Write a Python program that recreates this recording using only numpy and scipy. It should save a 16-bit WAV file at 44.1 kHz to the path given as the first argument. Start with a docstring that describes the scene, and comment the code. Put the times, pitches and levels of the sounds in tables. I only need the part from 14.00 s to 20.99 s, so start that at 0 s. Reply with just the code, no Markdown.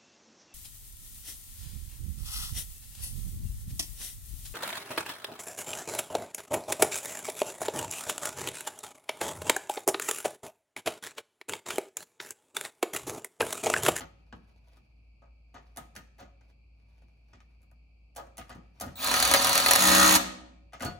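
"""In a garage, close up in a car's engine bay, over a low hum and a faint hiss.
A hand seats a socket on a bolt in a steel bracket: fingers rub, steel clicks and scrapes.
A cordless impact driver spins the bolt down, gears whining, the loose socket knocking as it turns.
Its hammer drives the bolt tight: the anvil cracks, the bracket buzzes.
The socket is dragged off the bolt head and rings on."""
import sys
import numpy as np
from scipy import signal
from scipy.fft import rfft, irfft, next_fast_len
from scipy.io import wavfile

SR = 44100
rng = np.random.default_rng(int(sys.argv[2]) if len(sys.argv) > 2 else 0)


def put_to_file(sound):
    """Save the sound as 16-bit audio at rate SR, in the file named by the first command-line argument."""
    columns = np.atleast_2d(sound).T  # one column per channel
    safe = np.clip(columns, -1, 1)
    whole_steps = np.round(safe * 32767)
    wavfile.write(sys.argv[1], SR, whole_steps.astype(np.int16))


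N = 308259
TIME = np.arange(N) / SR
FFT_SIZE = next_fast_len(N + SR, True)
FREQS = np.fft.rfftfreq(FFT_SIZE, 1 / SR)


def amp(db):
    """Decibels to gain."""
    return 10 ** (np.asarray(db) / 20)


def unit_rms(x):
    """Scales to rms 1."""
    return x / np.sqrt(np.mean(x ** 2) + 1e-20)


def log_interp(points, hz):
    """Reads a table on a log-frequency axis."""
    point_hz, value = np.transpose(points)
    return np.interp(np.log(hz + 1), np.log(point_hz + 1), value)


def drift(hz):
    """Random wander of rms 1, low-passed at hz."""
    spectrum = rfft(rng.standard_normal(FFT_SIZE)) / (1 + (FREQS / hz) ** 4)
    return unit_rms(irfft(spectrum, FFT_SIZE)[:N])


def colour(x, spectrum, size=4096):
    """Causal filter that keeps the power of white noise."""
    log_gain = np.log(amp(log_interp(spectrum, abs(np.fft.fftfreq(size, 1 / SR)))))
    taps = np.fft.ifft(np.exp(np.conj(signal.hilbert(log_gain)))).real
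    return signal.oaconvolve(x, taps / np.linalg.norm(taps))[:N]


def ring(x, modes, depth_db=0):
    """The input plus the resonances it excites."""
    peaks = sum(amp(db + depth_db) / (1 + 2j * (FREQS - hz) / width_hz) for hz, width_hz, db in modes)
    return irfft(rfft(x, FFT_SIZE) * (1 + peaks), FFT_SIZE)[..., :N]


def gliding_resonance(x, hz, width_hz):
    """Unity-gain resonance that follows the curve hz."""
    phasor = np.exp(2j * np.pi * np.cumsum(hz) / SR)
    pole = np.exp(-np.pi * width_hz / SR)
    return 2 * (phasor * signal.lfilter([1 - pole], [1, -pole], x / phasor + 1e-18)).real


def bursts(starts_s, levels_db, fades_s, rise_s, grit_db):
    """Each contact is a fading shower of tiny, uneven slips."""
    power = np.zeros(N)
    for start_s, db, fade_s in np.broadcast(starts_s, levels_db, fades_s):
        span = power[max(round(start_s * SR), 0):][:SR // 3]
        t = TIME[:len(span)]
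        span += (amp(db) * (1 - np.exp(-t / rise_s)) * np.exp(-t / max(fade_s, 1e-4))) ** 2
    slips = rng.standard_normal(N) * amp(grit_db * np.clip(drift(510), -2, 2))
    return np.sqrt(power) * unit_rms(slips)


def diffuse(size):
    """Stereo noise from all sides: alike in the bass, unrelated above."""
    middle, side = rng.standard_normal((2, size))
    side = signal.lfilter(*signal.butter(2, 270, "high", fs=SR), side)
    return np.array([middle + side, middle - side]) / np.sqrt(2)


# Room decay. Each row: frequency in Hz, t60 in seconds.
ROOM_T60 = [(100, 1.23), (300, 0.92), (1200, 0.59), (4000, 0.58), (8000, 0.47), (15000, 0.22)]
# Reflection strength. Each row: frequency in Hz, gain in dB.
REFLECTIONS = [(50, -6), (150, 5), (400, -2.5), (1200, 1.5), (4500, -2), (7000, -5.5), (10000, -9),
               (15000, -2)]
# Direct sound, right ahead of left. Each row: frequency in Hz, phase lead in radians.
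RIGHT_LEAD = [(0, 0), (800, -.5), (3000, -1), (5000, -1.5), (6300, .4), (7300, 1.2), (8450, 3.14),
              (10500, 6.1), (11400, 6.5), (13450, 9.42), (16000, 12.7)]


def garage(x, near_db, far_db, near_t60_s):
    """Direct sound, quick reflections in the engine bay and the room's tail, in stereo."""
    hz, t, noise = signal.stft(np.array([diffuse(SR), diffuse(SR)]), SR, nperseg=256)
    t60_s = np.array([np.full(len(hz), near_t60_s), log_interp(ROOM_T60, hz)])[:, None, :, None]
    decay = amp(log_interp(REFLECTIONS, hz)[:, None] - 60 * t / t60_s)
    unit_energy = np.sqrt(2 * np.log(1000) / (t60_s * SR))
    near, far = signal.istft(noise * decay * unit_energy, SR, nperseg=256)[1][..., :SR]
    bay = amp(near_db) * near * (1 - np.exp(-TIME[:SR] / 0.00067))
    room = amp(far_db) * far * (1 - np.exp(-TIME[:SR] / 0.0027))
    lead_rad = np.interp(FREQS, *np.transpose(RIGHT_LEAD))
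    direct = np.array([np.exp(-1j * lead_rad), np.ones(len(FREQS))])
    return irfft(rfft(x, FFT_SIZE) * (direct + rfft(bay + room, FFT_SIZE)), FFT_SIZE)[:, :N]


# Room noise spectra. Each row: frequency in Hz, relative level in dB.
RUMBLE_SPECTRUM = [(20, -47.5), (40, -19), (50, -2.5), (57, -0.5), (68, -10), (110, -13), (250, -44.5),
                   (1000, -81)]
HISS_SPECTRUM = [(40, -37.5), (90, 5), (200, -3.5), (430, -17.5), (750, -16.5), (1000, -27), (1250, -26.5),
                 (1900, -48.5), (2300, -10), (2600, -13.5), (2900, -26.5), (3700, -38.5), (4550, -21.5),
                 (5500, -39), (16000, -52.5)]


def background():
    """A wavering low hum, a rumble and an airy hiss."""
    hum_hz = 56.5
    hum = amp(-55.5) * (1 + .1 * drift(9.4)) * np.sin(2 * np.pi * hum_hz * TIME + 0.17 * drift(2.8))
    rumble = amp(-68.5) * colour(rng.standard_normal(N), RUMBLE_SPECTRUM)
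    hiss = amp(-67) * np.array([colour(channel, HISS_SPECTRUM) for channel in diffuse(N)])
    return hum + rumble + hiss


# Fingers on the bolt and cable sleeve. Each row: middle in seconds, length in seconds, level in dB.
STROKES = [(0.532, 1, -77), (0.735, 0.15, -75.5), (1.726, 0.43, -75), (2.48, 0.12, -72), (2.935, 0.4, -79),
           (3.357, 0.68, -81), (4.653, 0.48, -83.5), (4.918, 0.38, -72)]
# Skin friction. Each row: frequency in Hz, relative level in dB.
RUB_SPECTRUM = [(200, -2.5), (600, 5), (1400, -6), (2200, -9), (5000, -7), (8000, -18.5), (11000, -15),
                (15500, -25.5)]


def rubbing():
    """Skin catches on threads and braid: each stroke swells and fades as a grainy rustle."""
    level = sum(amp(db) * np.exp(-2 * ((TIME - middle_s) / (length_s / 2)) ** 2)
                for middle_s, length_s, db in STROKES)
    grain = amp(4.4 * drift(500) + 4 * drift(25))
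    return level * colour(unit_rms(rng.standard_normal(N) * grain), RUB_SPECTRUM)


# Free socket. Each row: frequency in Hz, level in dB, t60 in seconds.
SOCKET_MODES = [(716, -45, 0.88), (1455, -47, 0.29), (3430, -55, 0.25), (4410, -35.5, 0.12)]


def freed_socket(free_s=6.855, rise_s=0.004):
    """Off the bolt, nothing damps the socket and it rings on."""
    t = np.maximum(TIME - free_s, 0)
    tones = sum(amp(db - 60 * t / t60_s) * np.sin(2 * np.pi * hz * t) for hz, db, t60_s in SOCKET_MODES)
    return (1 - np.exp(-t / rise_s)) * tones


# Bracket and panel. Each row: frequency in Hz, width in Hz, relative gain in dB.
BRACKET_MODES = [(180.5, 16, 14), (280, 120, 11), (553, 9.5, 12.5), (696, 6.9, 5), (743, 20, 12),
                 (849, 18, -4), (1190, 14, 0), (1251, 64, 9.5), (1306, 16, 0.5), (1430, 40, 0),
                 (1650, 26, 3), (1857, 78, 6), (3140, 21, -3), (4140, 60, -3.5), (4360, 34, 7.5),
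                 (6560, 220, 3.5)]


def bracket(x, depth_db):
    """A vibration sets the bracket and the panel behind it ringing."""
    return ring(x, BRACKET_MODES, depth_db)


# Bracket knock, socket clink, steel tick. Each row: frequency in Hz, relative level in dB.
HOLLOW_SPECTRUM = [(100, -31.5), (380, -4), (560, 6.5), (900, 0.5), (1100, -3), (1380, -9), (1650, -9),
                   (2000, -27), (5000, -35), (16000, -67)]
CLINK_SPECTRUM = [(200, -35), (1200, 2), (1800, 1.5), (3000, 0), (4400, -6), (7000, -7.5), (16000, -45)]
TICK_SPECTRUM = [(300, -26), (2000, -6.5), (4000, -4.5), (7000, 1), (10500, 2), (13000, -2), (15500, -7.5)]


def touch(starts_s, hollow_db, clink_db, tick_db, fade_s, rise_s, grit_db, tick_fade_ratio):
    """A touch knocks the hollow bracket, clinks the socket and ticks on the hard steel."""
    hollow = colour(bursts(starts_s, hollow_db, fade_s, rise_s, grit_db), HOLLOW_SPECTRUM)
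    clink = colour(bursts(starts_s, clink_db, fade_s, rise_s, grit_db), CLINK_SPECTRUM)
    tick = colour(bursts(starts_s, tick_db, fade_s * tick_fade_ratio, rise_s, grit_db), TICK_SPECTRUM)
    cavity = ring(hollow, [(1300, 73, 0)])  # the space behind the bracket
    return bracket(cavity + clink, depth_db=-6.5) + tick


# Socket meets steel. Each row: start in seconds, base levels of strike, slide and thud in dB,
# offsets of clink and tick in dB.
SOCKET_CONTACTS = [(0.005, -39, -42.5, -44, -0.5, -7.5), (0.325, -38.5, -59, -45, -11, -43),
                   (0.77, -63, -81, -63, -3, -6), (1.216, -80, -55, -70, -13, -28),
                   (1.542, -48.5, -45.5, -55, -4.5, -16.5), (1.771, -46, -44, -51, -2.5, 2.5),
                   (1.962, -46, -50.5, -50.5, 2, 3.5), (2.182, -66, -49, -65, -1, -8),
                   (2.202, -49, -46.5, -52, -5.5, -13), (2.409, -62.5, -93, -69, 1.5, -19),
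                   (3.02, -68, -88, -65, -5, -14), (3.331, -58, -64, -56.5, 3.5, -27),
                   (3.403, -70.5, -94, -86, 11, -9), (3.628, -68, -73, -82, -8, 0),
                   (3.713, -60, -87, -69, -16, -14), (4.16, -58, -39.5, -62, -6.5, 3),
                   (4.179, -39, -36.5, -58, -19, -19), (4.268, -51, -73.5, -61, -16, -19),
                   (4.38, -47, -45.5, -49, 3.5, 3.5), (4.493, -54, -44, -52.5, 2, -3.5),
                   (4.548, -70, -50, -46, -18, -7), (4.809, -40.5, -34.5, -43, -6.5, 6),
                   (4.857, -66.5, -45.5, -41, -6.5, -5.5), (6.732, -45, -47, -61, 2, -12.5),
                   (6.806, -36.5, -44, -42, 2.5, -6), (6.82, -52, -30, -44, -0.5, -5.5),
                   (6.846, -46, -36, -33, -2, -0.5)]
# Panel thud. Each row: frequency in Hz, relative level in dB.
THUD_SPECTRUM = [(20, -25.5), (40, -1.5), (100, -0.5), (260, -7), (420, -12.5), (1000, -56.5), (4000, -84)]


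def contacts(graze_lead_s=0.01):
    """Each contact is a light graze, a sharp strike, a longer slide and a shove of the panel."""
    starts_s, strike_db, slide_db, thud_db, clink_db, tick_db = np.transpose(SOCKET_CONTACTS)
    graze_db = strike_db - 8 + np.minimum(tick_db, 0)  # a dull blow hardly grazes
    click_s = np.r_[starts_s - graze_lead_s, starts_s]
    click_db = np.r_[graze_db, strike_db]
    clicks = touch(click_s, click_db - 3, click_db + np.tile(clink_db, 2) - 0.5,
                   click_db + np.tile(tick_db, 2) + 6.5,
                   fade_s=0.0051, rise_s=0.0006, grit_db=5, tick_fade_ratio=0.56)
    scrapes = touch(starts_s, slide_db - 5, slide_db + clink_db - 5, slide_db + tick_db + 7,
                    fade_s=0.026, rise_s=0.0081, grit_db=6.5, tick_fade_ratio=0.22)
    thuds = colour(bursts(starts_s, thud_db, fades_s=0.032, rise_s=0.002, grit_db=0), THUD_SPECTRUM)
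    return clicks + scrapes + thuds


ON_S, OFF_S, SPIN_UP_S, BRAKE_S = 4.956, 6.167, 0.045, 0.019


def rotor(bind_s=5.63, bind_length_s=0.28, sag=0.15):
    """The rotor spins up, slows as the thread binds, then brakes; all three curves lie in 0 to 1."""
    spin_up = 1 - np.exp(-np.maximum(TIME - ON_S, 0) / SPIN_UP_S)
    free_speed = spin_up * np.exp(-np.maximum(TIME - OFF_S, 0) / BRAKE_S)
    load = np.clip((TIME - bind_s) / bind_length_s, 0, 1)
    return free_speed, load, free_speed * (1 - sag * load)


def speed_control(free_speed, speed, carrier_hz=7820, split_hz=990):
    """The speed control whistles, its tones parting as the rotor speeds up."""
    carrier = 2 * np.pi * carrier_hz * TIME
    split = 2 * np.pi * np.cumsum(split_hz * np.minimum(speed / .92, 1) + 65 * drift(200)) / SR
    whistle = amp(-50.5) * np.sin(carrier) * np.cos(split)
    overtone = amp(-48 + 9 * free_speed) * np.sin(2 * carrier - split)
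    whirr = amp(-47) * drift(200) * np.sin(carrier / 2) * np.cos(split / 2)
    return whistle + overtone + whirr


# Gear rattle. Each row: frequency in Hz, relative level in dB.
GEAR_SPECTRUM = [(25, -14), (80, -4.5), (250, 2), (430, -6.5), (600, 2.5), (1300, 2), (2200, -1.5),
                 (4200, 5), (5200, -5.5), (6000, -2), (7200, -3.5), (9000, 2), (12000, -8.5), (15500, -10)]
# Gear whine. Each row: multiple of the mesh rate, relative level in dB.
MESH_HARMONICS = [(2, -25.5), (3, -14.5), (4, -18.5), (5, -25)]


def motor(free_speed, load, speed, mesh_hz=1500, teeth=5, socket_hz=42):
    """Gears rattle and whine with the rotor; the off-centre socket shakes the panel."""
    level = amp(-25.5 + 3 * load) * (free_speed ** 3.44 + amp(-29))
    wobble = 1 + .022 * drift(35) + .022 * drift(600)
    rad_per_hz = 2 * np.pi * np.cumsum(speed * wobble) / SR  # rates hold at full speed
    grit_db = 3.5 * drift(900)
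    pulse_db = 1.4 * np.cos(mesh_hz / teeth * rad_per_hz)
    rattle = unit_rms(rng.standard_normal(N) * amp(pulse_db + grit_db))
    gears = amp(-2.5) * bracket(colour(rattle, GEAR_SPECTRUM), depth_db=-10)
    whine = sum(amp(db) * np.sin(round(k) * mesh_hz * rad_per_hz) * (1 + 2 * drift(60))
                for k, db in MESH_HARMONICS)
    shake = amp(-35) * np.sin(socket_hz * rad_per_hz) + amp(-19.5) * colour(rattle, THUD_SPECTRUM)
    tone_fade = amp(np.interp(TIME, [5.75, 5.88, 6.16], [0, -12, -20]))  # tones recede under load
    tones = tone_fade * (level * whine + speed_control(free_speed, speed))
    running = (TIME > ON_S) & (TIME < OFF_S + BRAKE_S)
    return running * (level * (gears + shake) + tones)


# Runs of knocks between slips. Each row: start in seconds, turns, base clank and tick levels in dB.
KNOCK_RUNS = [(5.0442, 2.23, -37, -29.5), (5.114, 3, -25, -28.5), (5.201, 4, -27.5, -24.5),
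              (5.3133, 3, -24, -25), (5.4219, 4.1, -29, -25.5), (5.5302, 4, -24.5, -23.5),
              (5.661, 2.9, -24, -25), (5.7103, 2.2, -25, -21)]
# Single hard knocks: mostly the socket jumping and slamming back, plus the last # once-a-turn knock of the
# final run. Each row: start in seconds, base clank and tick levels in dB, # base fade in seconds.
SOCKET_SLAMS = [(5.3377, -20.5, -23, 0.0067), (5.3466, -24, -28.5, 0.0059), (5.7534, -24, -23.5, 0.0057),
                (5.76, -23.5, -19, 0.0021), (6.1237, -29.5, -24, .003), (6.152, -28.5, -21, 0.0078)]
# Socket clank. Each row: frequency in Hz, relative level in dB.
CLANK_SPECTRUM = [(100, -27), (400, -7), (560, 4.5), (1300, -0.5), (2100, 2), (4200, -3.5), (7000, -19),
                  (16000, -45.5)]


def socket_knocks(speed, turn_hz=38.5, quicken_hz_per_s=6.5, base_fade_s=0.004):
    """Once a turn the loose socket strikes a corner of the bolt head, hardest in mid-run."""
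    turned = np.cumsum(speed * (turn_hz + quicken_hz_per_s * (TIME - ON_S))) / SR
    knocks = list(SOCKET_SLAMS)
    for start_s, turns, clank_db, tick_db in KNOCK_RUNS:
        for turn in range(round(turns)):
            knock_s = np.interp(np.interp(start_s, TIME, turned) + turn, turned, TIME)
            arch = np.sin(np.pi * (turn + .5) / turns) - 2 / np.pi
            force_db = 4 * arch + 1.5 * rng.standard_normal()
            knocks.append((knock_s, clank_db + force_db, tick_db + force_db, base_fade_s))
    starts_s, clank_db, tick_db, fades_s = np.transpose(knocks)
    clank = bursts(starts_s, clank_db, fades_s * 1.35, rise_s=0.0001, grit_db=0.41)
    snap = bursts(starts_s, tick_db + 11, fades_s=0.001, rise_s=0.0001, grit_db=0)
    tick = bursts(starts_s, tick_db + 6, fades_s * 0.85, rise_s=0.0006, grit_db=1.2)
    return bracket(colour(clank, CLANK_SPECTRUM), depth_db=-1) + colour(snap + tick, TICK_SPECTRUM)


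# Hammer blow and anvil crack. Each row: frequency in Hz, relative level in dB.
BLOW_SPECTRUM = [(30, -22.5), (63, -2.5), (125, -29), (188, -5.5), (250, -4), (314, 0.5), (420, -12),
                 (570, 4.5), (950, -2.5), (1350, -6.5), (1900, -3), (2200, -11.5), (4000, -4.5),
                 (15000, -23)]
CRACK_SPECTRUM = [(200, -22), (1000, -10), (2500, 2), (4000, 0.5), (5300, -1), (6700, 5), (7600, 4),
                  (9000, 3), (11500, 1), (15500, -3.5)]
# Strain on the bolt. Each row: time in seconds, gain in dB.
BOLT_STRAIN = [(5.92, -1), (6.04, 10), (6.1, -19), (6.15, -10.5)]
# Loaded bolt. Each row: frequency in Hz, width in Hz, gain in dB.
BOLT_MODES = [(1270, 28, 7), (1354, 200, -5.5), (1870, 90, -10.5)]


def hammer(seat_s=5.789, blow_hz=62.75, ring_hz=1990, sink_hz_per_s=2700):
    """Even blows drive the seated bolt: the bracket buzzes, the bolt groans, the anvil cracks."""
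    age_s = np.arange(0, OFF_S - seat_s, 1 / blow_hz)
    starts_s = seat_s + age_s
    force, sharpness = rng.standard_normal((len(starts_s), 2)).T
    blow_db = -29 - 14 * np.exp(-age_s / 0.028) + .5 * force  # soft until the hammer bites
    crack_db = -17.5 - 1.5 * np.exp(-age_s / 0.015) + 1.2 * sharpness
    impulses = np.zeros(N)
    impulses[np.round(starts_s * SR).astype(int)] = amp(blow_db) * np.sqrt(SR / blow_hz)
    blows = colour(impulses, BLOW_SPECTRUM)
    cracks = colour(bursts(starts_s, crack_db, fades_s=0.009, rise_s=0.0004, grit_db=2), CRACK_SPECTRUM)
    buzz = bracket(amp(-6.5) * blows, depth_db=-3.5)
    strain = amp(np.interp(TIME, *np.transpose(BOLT_STRAIN)))
    sinking_hz = ring_hz - sink_hz_per_s * (np.clip(TIME, seat_s, OFF_S) - seat_s)  # as the bolt tightens
    sinking_ring = amp(1) * gliding_resonance(strain * blows, sinking_hz, width_hz=130)
    groan = ring(strain * buzz, BOLT_MODES) - strain * buzz  # resonances only
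    return buzz + sinking_ring + groan, bracket(cracks, depth_db=-4.5)


def scene():
    """Hands, tool and buzzing bracket at arm's length, over the room's hum and hiss."""
    hands = garage(contacts() + rubbing() + freed_socket(), near_db=2, far_db=-6, near_t60_s=0.12)
    free_speed, load, speed = rotor()
    buzz, cracks = hammer()
    driver = motor(free_speed, load, speed) + socket_knocks(speed) + cracks
    tool = garage(driver, near_db=-1, far_db=-5.5, near_t60_s=0.064)
    steel = garage(buzz, near_db=5, far_db=0, near_t60_s=0.15)
    return hands + tool + steel + background()


def record(dry, low_hz=38, high_hz=16000, ceiling=0.8):
    """Left-right balance by frequency, low cut, soft clipping, high cut."""
    # Each row: frequency in Hz, left over right in dB.
    balance = [(100, 0.5), (300, 0.5), (600, -2.7), (1200, 3.5), (2500, 1.0), (5200, -3.0), (8000, 0.0)]
    balance_db = log_interp(balance, FREQS)
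    gains = amp(np.array([balance_db, -balance_db]) / 2)
    panned = irfft(rfft(dry, FFT_SIZE) * gains, FFT_SIZE)[:, :N]
    low_cut = signal.sosfilt(signal.butter(4, low_hz, "high", fs=SR, output="sos"), panned)
    rounded = low_cut / (1 + (low_cut / ceiling) ** 6) ** (1 / 6)
    taps = signal.firwin(401, high_hz, window=("kaiser", 9), fs=SR)
    return signal.oaconvolve(rounded, taps[None], "same")


dry = scene()
out = record(dry)
put_to_file(out)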